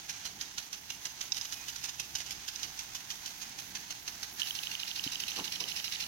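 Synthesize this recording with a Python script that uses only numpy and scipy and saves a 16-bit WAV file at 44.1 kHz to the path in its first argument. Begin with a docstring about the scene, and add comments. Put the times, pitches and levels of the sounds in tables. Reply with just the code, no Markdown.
"""Impact sprinkler on a terraced field

A sprung arm slaps the jet six times a second; then the reversing catch trips and it hammers back twice as fast.
Slaps are shaped bursts of random drops; knocks and dry ticks are damped modes; jet and mist are coloured noise.
The sprinkler's bearing pans from right to left by arrival time, and stone walls and trees echo it.
A low rumble, far hums, one thin note and a few soft thuds complete the field."""
import sys
import numpy as np
from scipy import signal
from scipy.fft import rfft, irfft
from scipy.io import wavfile
from scipy.ndimage import map_coordinates

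SR = 44100
rng = np.random.default_rng(int(sys.argv[2]) if len(sys.argv) > 2 else 0)


def file_out(sig):
    """Save sig as 16-bit WAV at sys.argv[1]."""
    # one column per channel
    cols = np.atleast_2d(sig).T
    # limit, then scale
    lim = np.clip(cols, -1, 1)
    pcm = np.round(lim * 32767).astype(np.int16)
    wavfile.write(sys.argv[1], SR, pcm)


N = 267687
TIME = np.arange(N) / SR
FREQS = np.fft.rfftfreq(N, 1 / SR)


def undb(db):
    """Logarithmic level: decibels to amplitude gain."""
    return 10 ** (np.asarray(db) / 20)


def unit(x):
    """Normalization by energy: scale to rms 1."""
    return x / np.sqrt(np.mean(x ** 2))


def curve(rows, axis=1):
    """Linear interpolation: one column of a table over time."""
    rows = np.array(rows)
    return np.interp(TIME, rows[:, 0], rows[:, axis])


def response(points):
    """Frequency response: gain at every frequency from (Hz, dB) points on a log axis."""
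    hz, db = np.transpose(points)
    return undb(np.interp(np.log(FREQS + 1), np.log(hz), db))


def colour(x, points):
    """Spectral shaping: filter by a spectrum, keeping the power of white noise."""
    return irfft(rfft(x) * unit(response(points)), N)


def wander(rate):
    """Random modulation: normal values at a rate per second, joined by straight lines."""
    knots = rng.standard_normal(2048)
    return 1.55 * np.interp(TIME * rate, np.arange(len(knots)), knots)


def drops(rate, spread_db, mist, channels=3):
    """Shot noise: droplet impacts of very unequal size, over a smooth mist."""
    hit = rng.random((channels, N)) < rate / SR
    size = undb(spread_db * np.minimum(rng.standard_exponential((channels, N)), 4.5))
    impacts = unit(hit * size * rng.standard_normal((channels, N)))
    return unit(impacts + mist * rng.standard_normal((channels, N)))


def arrive(x, lead_ms):
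    """Interaural-style time difference: one sound at two ports, the left earlier by the lead."""
    shift = lead_ms * SR / 2000  # half the lead at each port, in samples
    return np.array([map_coordinates(x, [np.arange(N) + side * shift], order=3) for side in (1, -1)])


# bearing of the sprinkler: start_s, lead of the left port [ms]
BEARING = [(0, -0.4), (.75, -0.23), (1.25, 0.33), (1.8, 0.36), (4.2, 0.474), (6, 0.52)]


def spread(three, direct):
    """Partial coherence: one signal comes from the bearing, two more from all over the field."""
    direct = np.clip(direct, 0, 1)
    return np.sqrt(direct) * arrive(three[0], curve(BEARING)) + np.sqrt(1 - direct) * three[1:]


def ring(modes, detune, contact_s):
    """Modal synthesis: a short blow sets damped modes ringing, in a fresh mix, at peak 1."""
    t = np.arange(2048) / SR
    hz, width, db = np.array(modes).T[:, :, None]
    phase = 2 * np.pi * rng.random(hz.shape)
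    size = undb(db + rng.standard_normal(hz.shape))
    decay = np.exp(-np.pi * width * t)
    y = (size * decay * np.sin(2 * np.pi * hz * detune * t + phase)).sum(axis=0)
    y *= 1 - np.exp(-(t / contact_s) ** 2)  # soft onset while the bodies touch
    return y / abs(y).max()


def scatter(x, share, span_s):
    """Multipath interference: paths a few ms apart give each hit its own uneven resonances."""
    lag = (SR * span_s * (.1 + rng.random(6))).astype(int)
    gain = share * rng.standard_normal(6) / np.sqrt(6)
    paths = sum(g * np.roll(x, k) for g, k in zip(gain, lag))
    return (x + paths) / np.sqrt(1 + (gain ** 2).sum())


def place(x, start):
    """Superposition in time: lay a short sound into the scene at a start time."""
    return np.pad(x, (max(int(start * SR), 0), N))[:N]


# spray: start_s, hiss_level_db, mean mist_level_db
SPRAY = [(0, -46.5, -56), (0.9, -49, -56), (1.45, -46.5, -52), (2.2, -48, -55), (2.7, -46, -53.5),
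         (4.25, -47.5, -52.5), (4.5, -44.5, -45.5), (4.9, -44.5, -52), (6.07, -45, -50.5)]
# coarser spray, relative spectrum: frequency_hz, density_db [dB per Hz]
HISS_COLOUR = [(400, -13.5), (580, -16), (850, -1), (1000, -2.5), (1130, -7.5), (1600, -2), (3000, -2),
               (5200, -1), (6400, 3.5), (7500, -10.5), (12000, -22.5), (16000, -17)]
# fine mist at the nozzle, relative spectrum: frequency_hz, density_db [dB per Hz]
MIST_COLOUR = [(3000, -36), (7000, -24), (9500, -6), (12300, 3), (13500, -2), (16000, -0.5)]
SPRAY_BALANCE_DB = 2  # left minus right


def spray():
    """Turbulent jet noise hisses, drops patter on leaves, a few big ones stand out, mist sizzles."""
    patter = drops(rate=2500, spread_db=2.0, mist=1.43) * undb(0.56 * wander(25.015) + 1.0 * wander(140))
    splat = rng.standard_normal((3, 256)) * np.exp(-np.arange(256) / SR / 0.0018)
    big = signal.fftconvolve(drops(rate=25, spread_db=3.0, mist=0), splat, axes=1)[:, :N]
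    hiss = spread(colour(patter, HISS_COLOUR) + undb(-18.5) * unit(big), direct=0.087)
    mist = spread(colour(drops(rate=3100, spread_db=7.5, mist=2.3), MIST_COLOUR), direct=0.087)
    balance = undb(np.array([[.5], [-.5]]) * SPRAY_BALANCE_DB)
    hiss_db = curve(SPRAY)
    mist_db = curve(SPRAY, axis=2) + 1.3 * wander(30)
    return balance * (hiss * undb(hiss_db) + mist * undb(mist_db))


def tone(hz, waver_hz, db):
    """Frequency modulation: a wavering sine of a given rms level."""
    pitch_hz = hz + waver_hz * wander(10)
    return np.sqrt(2) * undb(db) * np.sin(2 * np.pi * np.cumsum(pitch_hz) / SR)


# outdoor rumble, relative spectrum: frequency_hz, density_db [dB per Hz]
AIR_COLOUR = [(13, -37), (22, -4), (58, -1.5), (92, -0.5), (129, 2), (329, -1.5), (497, -11.5),
              (572, -13.5), (650, -6.5), (840, -2), (1430, -120)]
# far-off hums that swell once: peak_s, swell half length_s, pitch_hz, peak level_db, swell_db
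HUMS = [(2.37, 0.8, 65.3, -66.5, 9), (2.1, 0.74, 127.5, -70.5, 9), (5.5, 0.77, 178.3, -66.5, 17)]


def valley():
    """Ambient noise floor: low outdoor rumble, light air at each port, wavering far-off hums."""
    air = colour(rng.standard_normal((3, N)), AIR_COLOUR) * undb(1.23 * wander(9))
    breeze_colour = [(15, -11), (35, 4), (90, -4), (200, -9), (800, -52)]
    breeze = colour(rng.standard_normal((2, N)), breeze_colour) * undb(1.8 * wander(7))
    hum = 0
    for peak, half, hz, db, swell_db in HUMS:
        below_peak_db = swell_db * (1 - np.exp(-((TIME - peak) / half) ** 2))
        hum = hum + tone(hz, waver_hz=0.0157 * hz, db=db - below_peak_db)
    # the first air signal is common to both ports
    return undb(-62.5) * (air[0] + 0.44 * air[1:]) + undb(-73.5) * breeze + hum


def bursts(rows, rise_s, decay_s, sheet, graze, tail_db, tail_s):
    """Jet interruption: the spoon grazes the jet, water bursts, sheets off while in it, then scatters."""
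    out, before = np.zeros(N), .04  # the approach starts this many seconds early
    t = np.arange(SR // 4) / SR - before
    entry = .5 + .5 * np.tanh((t - rise_s) / rise_s)
    approach = graze * np.exp(np.minimum(t, 0) / 0.013) * (1 - entry)
    age = np.maximum(t - 2 * rise_s, 0)
    tail = undb(tail_db) * np.exp(-age / tail_s)
    water = drops(rate=7000, spread_db=2.2, mist=.6) * undb(1.5 * wander(420))
    low = signal.sosfilt(signal.butter(2, 4000, fs=SR, output="sos"), water)
    high = signal.sosfilt(signal.butter(2, 4000, "high", fs=SR, output="sos"), water)
    for k, (start, db, treble_db, dwell) in enumerate(rows):
        in_jet = .5 - .5 * np.tanh((t - dwell) / 0.0024)
        shape = approach + entry * ((np.exp(-age / decay_s) + sheet) * in_jet + tail)
        part = k * (SR // 8) + np.arange(len(t))  # another stretch of water for each stroke
        burst = shape * (undb(db) * low[:, part] - undb(treble_db) * high[:, part])
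        # a stroke throws the same amount of water however it breaks into drops
        burst *= np.std(shape) / np.std(shape * water[:, part], axis=1, keepdims=True)
        out = out + np.array([place(scatter(b, share=.7, span_s=.003), start - before) for b in burst])
    return out


# the fast return: first knock, first period, and how much each stroke shortens
RETURN_START_S, RETURN_PERIOD_S, RETURN_QUICKEN_S = 4.5071, 0.08144, 0.00009


def return_beats(count):
    """Quickening periodic motion: times at which the arm strikes its stop on the return."""
    periods = RETURN_PERIOD_S - RETURN_QUICKEN_S * np.arange(count)
    return RETURN_START_S + np.cumsum(periods) - periods


# treble in the slaps, before mixing: start_s, level_db
SLAP_TREBLE = [(0, -31.5), (0.8, -32.5), (1.5, -29.5), (3.1, -30), (3.7, -36), (4.45, -29.5), (4.75, -32.5),
               (5.05, -27.5), (6.07, -28)]


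def strokes(rows, dwell_s):
    """Time-varying timbre: give each slap the treble of its moment and its time in the jet."""
    return [(start, db, np.interp(start, *np.transpose(SLAP_TREBLE)), dwell_s) for start, db in rows]


# the spoon cuts the jet on the slow sweep, before mixing: start_s, level_db
SLAPS = [(0.0933, -24), (0.2521, -23.5), (0.411, -25), (0.58, -22), (0.728, -26.5), (0.9012, -25.5),
         (1.0514, -23.5), (1.2093, -24.5), (1.3655, -25), (1.5226, -26), (1.6815, -26.5), (1.8379, -23),
         (1.9957, -23.5), (2.1518, -22), (2.3069, -26), (2.4794, -25.5), (2.6305, -26), (2.7896, -27.5),
         (2.9487, -28), (3.1023, -26.5), (3.258, -26.5), (3.4156, -29.5), (3.5864, -29), (3.7514, -24),
         (3.9041, -25), (4.0761, -25), (4.228, -24.5), (4.3955, -22)]
# stray splashes between the beats, before mixing: start_s, level_db, length_s
SPLASHES = [(1.3435, -34, 0.02), (1.412, -36.5, 0.031), (1.446, -30.5, 0.017), (1.7566, -31, 0.041),
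            (1.885, -29.5, 0.018), (2.182, -33.5, 0.019), (2.202, -27, 0.02), (2.262, -34, 0.042),
            (2.553, -39, 0.016), (2.591, -33, 0.014)]
# slow slaps and splashes, relative spectrum: frequency_hz, density_db [dB per Hz]
SLAP_COLOUR = [(150, -13), (550, -22), (900, -11.5), (1150, -13), (1500, -8), (2300, -9), (2900, -1.5),
               (3500, -5), (5000, -2), (6400, 3.5), (7500, -12.5), (10000, -13.5), (12300, -7),
               (16000, -23.5)]
# return slaps, relative spectrum: frequency_hz, density_db [dB per Hz]
RETURN_COLOUR = [(300, -13), (900, -22), (1200, -13), (2200, -5.5), (2850, 4.5), (3300, -2), (4100, 4.5),
                 (4600, 0.5), (5200, 4), (6200, 1), (7500, -14), (10000, -11.5), (12500, -7.5),
                 (16000, -22)]
# the catch trips and throws the arm against its stop, before mixing: start_s, level_db
TRIP_KNOCKS = [(4.4173, -20), (4.423, -30), (4.431, -26)]
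# modes of the arm: pitch_hz, width_hz, relative level_db
ARM_MODES = [(2990, 355, -6.5), (3820, 940, -2), (4560, 700, -24), (6140, 730, -11)]
# the knocks harden over the return: contact time of the first and of the last [s]
KNOCK_CONTACT_S = (0.0018, 0.00053)
SWEEP_DWELL_S = 0.024  # time the spoon stays in the jet on the slow sweep
# each return slap comes ahead of its knock and lasts until about then
SLAP_LEAD_S, RETURN_DWELL_S = 0.0385, 0.0383
# over the return the slaps grow while the knocks fade; strokes differ a little (levels before mixing)
RETURN_DB, RETURN_SWELL_DB_PER_S, RETURN_SCATTER_DB = -29.5, 3.5, 0.76
KNOCK_DB, KNOCK_FADE_DB_PER_S, KNOCK_DETUNE = -24.5, 2.5, 0.012
SPLASH_TREBLE_DB = -38.5  # before mixing


def sprinkler():
    """Impact excitation: slaps of the slow sweep, then longer slaps and arm knocks of the return."""
    beats = return_beats(count=20)
    since = beats - RETURN_START_S
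    slap_db = RETURN_DB + RETURN_SWELL_DB_PER_S * since + RETURN_SCATTER_DB * rng.standard_normal(len(beats))
    sweep = strokes(SLAPS, SWEEP_DWELL_S)
    back = strokes(zip(beats - SLAP_LEAD_S, slap_db), RETURN_DWELL_S)
    splashes = [(start, db, SPLASH_TREBLE_DB, length) for start, db, length in SPLASHES]
    slow = bursts(sweep, rise_s=0.00095, decay_s=0.0047, sheet=0.43, graze=0.36, tail_db=-28.0, tail_s=0.055)
    fast = bursts(back, rise_s=0.0016, decay_s=0.0039, sheet=0.56, graze=0.32, tail_db=-28, tail_s=0.036)
    stray = bursts(splashes, rise_s=0.0022, decay_s=0.005, sheet=0.39, graze=0.4, tail_db=-10.5, tail_s=0.033)
    slow, stray = colour(slow, SLAP_COLOUR), colour(stray, SLAP_COLOUR)
    fast = colour(fast, RETURN_COLOUR)
    water = spread(undb(-7.5) * slow + undb(-9) * fast + undb(-7.5) * stray, direct=0.47)

    arm = np.zeros(N)
    knock_db = KNOCK_DB - KNOCK_FADE_DB_PER_S * since
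    for start, db in TRIP_KNOCKS + list(zip(beats, knock_db)):
        contact_s = np.interp(start, [beats[0], beats[-1]], KNOCK_CONTACT_S)
        knock = ring(ARM_MODES, 1 + KNOCK_DETUNE * rng.standard_normal(), contact_s)
        arm += undb(db) * place(scatter(knock, share=0.27, span_s=0.00305), start)
    arm_balance = undb(np.array([[-1], [1]]) * 3.06)  # stronger at the right port
    return water + undb(0.5) * arrive(arm, curve(BEARING)) * arm_balance


# dry ticks, before the port levels: start_s, level_db
TICKS = [(0.411, -20), (1.3203, -10.5), (1.323, -14.5), (1.412, -17), (1.763, -27), (1.894, -28),
         (2.157, -14.5), (2.559, -20.5), (2.631, -19.5), (5.121, -26), (5.203, -20), (5.606, -21)]
# modes of a tick, before retuning: pitch_hz, width_hz, relative level_db
TICK_MODES = [(2850, 720, -4), (3940, 280, -9.5), (4700, 1000, -14), (5400, 710, 7.5), (6280, 470, -1)]


def ticks():
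    """Damped modal impact: hard little snaps, stronger at the right port, each with a brief rattle."""
    snaps = np.zeros(N)
    for start, db in TICKS:
        snap = ring(TICK_MODES, 0.97, contact_s=0.0011)
        snaps += undb(db) * place(scatter(snap, share=.35, span_s=.006), start)
    return arrive(snaps, 0.44) * undb(np.array([[-10], [-1.5]]))


def terraces(x, wet_db, buildup_s, t60_s):
    """Diffuse reverberation: stone walls and trees scatter a weak echo that builds up, then decays."""
    t = np.arange(SR // 2) / SR
    tail = rng.standard_normal((2, len(t))) * undb(-60 * t / t60_s) * np.minimum(t / buildup_s, 1) ** 2
    tail /= np.sqrt((tail ** 2).sum(axis=1, keepdims=True))
    return undb(wet_db) * signal.fftconvolve(x, tail, axes=1)[:, :N]


def whistle(start, length, hz, db):
    """Pure tone: one faint, thin, nearly level note, like a far bird."""
    u = np.clip((TIME - start) / length, 0, 1)
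    pitch_hz = hz * (1 - 0.017 * u + 0.0058 * wander(150))
    envelope = abs(np.sin(np.pi * u)) ** 0.24
    return undb(db) * envelope * np.sin(2 * np.pi * np.cumsum(pitch_hz) / SR)


# modes of a hollow thump, before retuning: pitch_hz, width_hz, relative level_db
THUMP_MODES = [(135, 63, 0), (300, 45, 2.5)]
# soft scuffs on the soil: start_s, level_db, rise_s, decay_s, upper edge_hz
THUDS = [(5.361, -41.5, 0.019, 0.033, 1400), (5.391, -41.5, 0.0083, 0.018, 477),
         (5.596, -46, 0.022, 0.035, 1300)]
# loose soil, relative spectrum: frequency_hz, density_db [dB per Hz]
SOIL_COLOUR = [(60, -30), (150, -12), (300, -3), (450, -2), (600, -10), (820, -3), (1050, -1.5), (1500, -9),
               (3000, -35)]


def thuds():
    """Modal thump and friction noise: one hollow thump, then dull scuffs on loose soil."""
    out = undb(-35.0) * place(ring(THUMP_MODES, 0.94, contact_s=.002), 5.063)
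    for start, db, rise, decay, edge_hz in THUDS:
        t = np.maximum(TIME - start, 0)
        soil = colour(rng.standard_normal(N), SOIL_COLOUR) * undb(1.8 * wander(120))
        soil = unit(signal.sosfilt(signal.butter(4, edge_hz, fs=SR, output="sos"), soil))
        envelope = np.minimum(t / rise, 1) * np.exp(-np.maximum(t - rise, 0) / decay)
        out += undb(db) * soil * envelope
    return arrive(out, -0.17)


def scene():
    """Superposition: sprinkler and ticks with their echo, over spray, valley and small sounds."""
    near = sprinkler() + ticks()
    echo = terraces(near, wet_db=-9.5, buildup_s=0.051, t60_s=0.15)
    note = whistle(start=1.552, length=0.104, hz=2500, db=-52.5)
    return near + echo + spray() + thuds() + valley() + note


# the two ports differ in sensitivity: frequency_hz, left minus right level_db
PORTS = [(60, -6.5), (250, -1), (900, -5), (1150, -3), (1800, -8.5), (3000, -5), (4500, -7), (6300, -14),
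         (7200, -7.5), (8200, 4), (10000, 0), (12500, -8), (15500, -12)]


def record(dry):
    """Transducer response: each port has its own colour; an elliptic low-pass cuts the top steeply."""
    left = response(PORTS)
    ports = np.array([left, np.ones_like(left)]) / np.sqrt((1 + left ** 2) / 2)
    top_cut = signal.ellip(10, .2, 80, 15900, fs=SR, output="sos")
    return signal.sosfilt(top_cut, irfft(rfft(dry) * ports, N))


dry = scene()
out = record(dry)
file_out(out)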